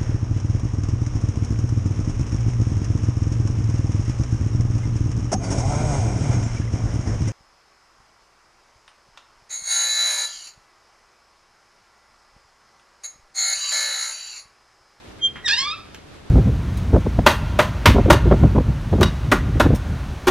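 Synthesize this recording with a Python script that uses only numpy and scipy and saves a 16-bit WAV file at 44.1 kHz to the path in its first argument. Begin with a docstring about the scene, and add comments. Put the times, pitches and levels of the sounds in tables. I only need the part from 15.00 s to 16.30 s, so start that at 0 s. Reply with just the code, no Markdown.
"""A door on dry hinges opens in a small, quiet room; low rumble and faint hiss (filtered noise) run throughout.
Near 0.2 s a light knock (damped noise), then one pure hinge note swells and sags (sine plus weak octave),
with a low rustle (noise swell) and two more knocks. At 0.43-0.77 s stick-slip squeals: overtones of the
slip rate, shaped by hinge resonances, drop over an octave and climb part way back.
A last knock follows at 0.95 s, a rustle at 1.2 s; walls answer knocks, note and squeal with decaying noise."""
import sys
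import numpy as np
from scipy import signal
from scipy.fft import rfft, irfft
from scipy.io import wavfile

SR = 44100
rng = np.random.default_rng(int(sys.argv[2]) if len(sys.argv) > 2 else 0)


def file_out(sig):
    """Save sig as 16-bit WAV at sys.argv[1]."""
    # one column per channel
    cols = np.atleast_2d(sig).T
    # limit, then scale
    lim = np.clip(cols, -1, 1)
    pcm = np.round(lim * 32767).astype(np.int16)
    wavfile.write(sys.argv[1], SR, pcm)


N = 57330
BIN_HZ = np.arange(N // 2 + 1) * SR / N
LEFT_RIGHT_SIGN = np.array([[1], [-1]])  # side signal: added left, subtracted right

# background
FLOOR_DB, FLOOR_WAVER_DB, FLOOR_WAVER_HZ = -46.5, 1.5, 19
# knocks
KNOCK_ATTACK_S = 0.0004
# pure note: peak time, swell widths before and after it, flatness (2 = bell, more = flatter top)
CHIRP_S, CHIRP_RISE_S, CHIRP_FALL_S, CHIRP_SHAPE = 0.2522, 0.018, 0.017, 2.3
CHIRP_HZ, CHIRP_SAG_HZ_PER_S = 3195, 210  # pitch at the peak, fall rate
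CHIRP_DB, CHIRP_OCTAVE_DB, CHIRP_ROOM_DB = -16, -20.5, -16  # octave re note, room send
# squeal
TILT_PIVOT_HZ = 2200  # brightness tilts turn about this; knocks use it too
JITTER, JITTER_HZ = 0.11, 1190  # quick pitch spread (fraction, at roughness 1), bandwidth
WAVER, WAVER_HZ = 0.005, 117  # slow pitch spread (fraction), bandwidth
FLUTTER_DB, FLUTTER_HZ = 2.5, 75.6  # level spread of each overtone, bandwidth
SCRAPE_DB, SQUEAL_ROOM_DB = -14.5, -7.5  # scrape at roughness 1, room send
# room
ROOM_T60_S, ROOM_TREBLE_T60_S, ROOM_SPLIT_HZ = 0.48, 0.19, 4480
FIRST_ECHO_S, EARLY_DB, EARLY_DECAY_S = 0.0035, 3, 0.015  # early boost re tail at t = 0
ROOM_SIDE_DB = -19
# recorder
TOP_HZ = 12500


def undb(db):
    """Decibels to gain."""
    return 10 ** (np.asarray(db) / 20)


def unit(x):
    """Scale to rms 1."""
    return x / np.sqrt(np.mean(x ** 2))


def at_hz(points, hz):
    """Interpolate (Hz, dB) points on a log-frequency axis."""
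    f, db = np.array(points, float).T
    return np.interp(np.log(np.maximum(hz, 1)), np.log(np.maximum(f, 1)), db)


def colour(x, points, tilt_db_per_oct=0):
    """Filter by (Hz, dB) points plus a tilt, held constant from two octaves below the pivot down."""
    hz = np.maximum(BIN_HZ, 1)
    octaves = np.log2(np.maximum(hz / TILT_PIVOT_HZ, 1 / 4))
    gain = undb(at_hz(points, hz) + tilt_db_per_oct * octaves)
    return irfft(rfft(x) * gain, N)


def walk(bandwidth_hz):
    """Smooth random signal of rms 1: noise under a Gaussian lowpass."""
    lowpass = np.exp(-2 * (BIN_HZ / bandwidth_hz) ** 2)
    return unit(irfft(rfft(rng.standard_normal(N)) * lowpass, N))


def diffuse(points):
    """Coloured noise from all around: independent mid and side, the side weak in the bass."""
    # side re mid: f/Hz, level/dB
    side_points = [(60, -21), (100, -12.5), (180, 0), (310, 1), (530, -1), (910, 0), (1560, -1.5),
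                   (2690, -4), (4630, 0), (7980, 0.5)]
    mid = unit(colour(rng.standard_normal(N), points))
    side = unit(colour(rng.standard_normal(N), points))
    return mid + colour(side, side_points) * LEFT_RIGHT_SIGN


def background():
    """Low room rumble and faint hiss: steady noise with a slightly wavering level."""
    # noise spectrum, relative: f/Hz, density/dB
    floor_points = [(20, -8.5), (45, -5.5), (62, 1.5), (90, 0), (150, -6.5), (330, -7), (500, -11),
                    (750, -13), (1400, -17), (2500, -19.5), (3700, -21.5), (5500, -27.5), (8400, -34),
                    (11800, -38.5), (13000, -51)]
    level_db = FLOOR_DB + FLOOR_WAVER_DB * walk(FLOOR_WAVER_HZ)
    return undb(level_db) * diffuse(floor_points)


def rustles(t):
    """Movement of door and opener: bell-shaped swells of low noise."""
    # swells: peak t/s, width (sigma)/s, level/dB
    swells = [(0.261, 0.11, -46), (1.2, 0.19, -50.5)]
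    # noise spectrum, relative: f/Hz, density/dB
    rustle_points = [(30, -11), (70, -0.5), (120, -2), (300, -4), (500, -6.5), (800, -19), (1400, -16),
                     (3000, -24), (6000, -33.5), (12000, -44.5)]
    envelope = sum(undb(db) * np.exp(-0.5 * ((t - peak) / width) ** 2) for peak, width, db in swells)
    return envelope * diffuse(rustle_points)


def door_knocks(t):
    """Light knocks as heavily damped noise bursts; returns direct sound and room send."""
    # knocks: t/s, level/dB, decay (to 1/e)/s, tilt/(dB/octave), room send/dB
    knocks = [(0.191, -46.5, 0.016, -1.5, -18), (0.267, -47.5, 0.0084, 4.5, 4.5),
              (0.3567, -35, 0.02, -4, -1.5), (0.9454, -29, 0.0038, 5.5, -4.5)]
    # knock spectrum: f/Hz, level/dB
    knock_points = [(100, -9), (600, -16.5), (1200, -2), (1800, 0), (2600, -2.5), (3600, -7.5), (4600, -22),
                    (6500, -15), (9000, -32), (14000, -29)]
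    direct, sent = 0, 0
    for start, db, decay, tilt, room_db in knocks:
        age = np.maximum(t - start, 0)
        envelope = (1 - np.exp(-age / KNOCK_ATTACK_S)) * np.exp(-age / decay)
        noise = unit(colour(rng.standard_normal(N), knock_points, tilt))
        knock = undb(db) * envelope * noise
        direct = direct + knock
        sent = sent + undb(room_db) * knock
    return direct, sent


def hinge_chirp(t):
    """Friction swells one hinge resonance: a sagging sine with a weak octave."""
    age = t - CHIRP_S
    width = np.where(age < 0, CHIRP_RISE_S, CHIRP_FALL_S)
    swell = np.exp(-0.5 * np.abs(age / width) ** CHIRP_SHAPE)
    phase = 2 * np.pi * np.cumsum(CHIRP_HZ - CHIRP_SAG_HZ_PER_S * age) / SR
    tone = np.sin(phase) + undb(CHIRP_OCTAVE_DB) * np.sin(2 * phase)
    return np.sqrt(2) * undb(CHIRP_DB) * swell * tone


def hinge_squeal(t, count=13):
    """Uneven stick-slip: overtones glide through the hinge's resonances; noise scrapes at the slip rate."""
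    # slip course: t/s, slip rate f/Hz, drive level/dB, tilt/(dB/octave), roughness (0-1)
    slip_course = [(.433, 1990, -62, -16.5, 0.1), (0.448, 1936, -32, -6.5, 0.1),
                   (0.464, 1871, -26.5, 3.5, 0.1), (.476, 1706, -32.5, 2, .15),
                   (.481, 1329, -24, 1.5, 0.91), (.488, 913.7, -27.5, 2.5, 0.6),
                   (.496, 826, -25.5, 1, 0.45), (.504, 803.8, -24.5, 1, 0.3), (.52, 876.8, -27.5, 0, .2),
                   (0.541, 931.7, -26, 0.5, 0.22), (0.56, 949, -36, 2, 0.5), (.574, 981, -28.5, 3, .25),
                   (0.597, 1065, -29.5, 4.5, 0.2), (0.615, 1064, -29.5, 4, .15),
                   (0.626, 1104, -31.5, -0.5, .35), (.65, 1130, -28.5, -2.5, 0.06),
                   (0.675, 1204, -31, -6.5, 0.1), (.692, 1176, -29, -6.5, 0.25), (.712, 1231, -32, -2, 0),
                   (.737, 1303, -36.5, -9, .2), (0.751, 1332, -48, -7, 0), (.77, 1275, -75, -8, .2)]
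    # radiation by hinge and door: f/Hz, level/dB
    radiation = [(700, -37.5), (830, -21.5), (940, -12), (1060, -2.5), (1200, -5.5), (1700, 3),
                 (2100, -5.5), (2600, -4.5), (3200, -4), (3700, 1), (4200, -4.5), (5100, -1), (5700, -12.5),
                 (6400, -15.5), (7600, -18.5), (8200, -26.5), (11000, -73), (14000, -81)]
    times, *columns = np.array(slip_course).T
    hz, db, tilt, rough = (np.interp(t, times, c) for c in columns)
    unevenness = JITTER * rough ** 2 * walk(JITTER_HZ) + WAVER * walk(WAVER_HZ)
    phase = 2 * np.pi * np.cumsum(hz * (1 + unevenness)) / SR

    tone = 0
    for k in range(1, count + 1):
        gain_db = at_hz(radiation, k * hz) + tilt * np.log2(k * hz / TILT_PIVOT_HZ)
        gain_db = gain_db + FLUTTER_DB * walk(FLUTTER_HZ)
        audible = k * hz < SR / 2  # no aliasing
        tone = tone + undb(gain_db) * audible * np.sin(k * phase + rng.uniform(0, 2 * np.pi))

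    scrape = unit(colour(rng.standard_normal(N) * (1 + np.cos(phase)), radiation))
    active = (t > times[0]) * (t < times[-1])
    return undb(db) * active * (np.sqrt(2) * tone + undb(SCRAPE_DB) * rough ** 2 * scrape)


def ring(x):
    """Pin and leaves ring on after an overtone sweeps by: parallel one-pole complex resonators."""
    # modes: f/Hz, t60/s, level/dB
    modes = [(1730, 0.1, -13), (2638, 0.016, 0.5), (3224, .045, 1.5), (3640, 0.049, -8), (5010, 0.018, -13)]
    out = x
    for hz, t60, db in modes:
        pole = np.exp((2j * np.pi * hz - np.log(1000) / t60) / SR)
        peak_norm = 2 * (1 - abs(pole))  # about unity gain at resonance
        out = out + undb(db) * peak_norm * signal.lfilter([1], [1, -pole], x).real
    return out


def room(x, t):
    """Dense reflections as decaying noise, boosted early, treble dying sooner; nearly mono."""
    def band(kind):
        sos = signal.butter(2, ROOM_SPLIT_HZ, kind, fs=SR, output="sos")
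        return signal.sosfilt(sos, rng.standard_normal((2, N)))

    def fade(t60):
        return np.exp(-np.log(1000) * t / t60)

    echoes = band("low") * fade(ROOM_T60_S) + band("high") * fade(ROOM_TREBLE_T60_S)
    echoes = echoes * (t > FIRST_ECHO_S)
    echoes = echoes * (1 + undb(EARLY_DB) * np.exp(-t / EARLY_DECAY_S))
    response = unit(echoes) / np.sqrt(N)  # mean energy 1 per channel
    mid, side = signal.fftconvolve(x[None], response, axes=1)[:, :N]
    return mid + undb(ROOM_SIDE_DB) * side * LEFT_RIGHT_SIGN


def microphone(pair):
    """Two ports: phase and level differ by frequency, split evenly; the right leads in the treble."""
    # right re left: f/Hz, phase lead/rad, level/dB
    ports = [(300, -1.5, -2), (1300, 0, .3), (2000, 0.38, 1.8), (3200, 0.52, 1.5), (3700, 1, 1.1),
             (4400, 1.65, 3), (5400, 1.39, 2.3), (6500, 1.94, 2), (8000, 2.5, 0)]
    hz, lead_rad, louder_db = np.array(ports).T
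    half_gain = undb(np.interp(BIN_HZ, hz, louder_db) / 2)
    half = half_gain * np.exp(1j * np.interp(BIN_HZ, hz, lead_rad) / 2)
    return irfft(rfft(pair) * np.array([1 / half, half]), N)


def scene():
    """Hinge, door and reflections through the ports, plus rustles and background."""
    t = np.arange(N) / SR
    knocks, knocks_sent = door_knocks(t)
    chirp = hinge_chirp(t)
    squeal = ring(hinge_squeal(t))
    room_send = undb(CHIRP_ROOM_DB) * chirp + undb(SQUEAL_ROOM_DB) * squeal + knocks_sent
    reflections = room(room_send, t)
    return microphone(chirp + squeal + knocks + reflections) + rustles(t) + background()


def record(dry):
    """The recorder cuts the top: steep elliptic lowpass."""
    # order 8, 0.2 dB ripple, 70 dB stopband
    return signal.sosfilt(signal.ellip(8, 0.2, 70, TOP_HZ, fs=SR, output="sos"), dry)


dry = scene()
out = record(dry)
file_out(out)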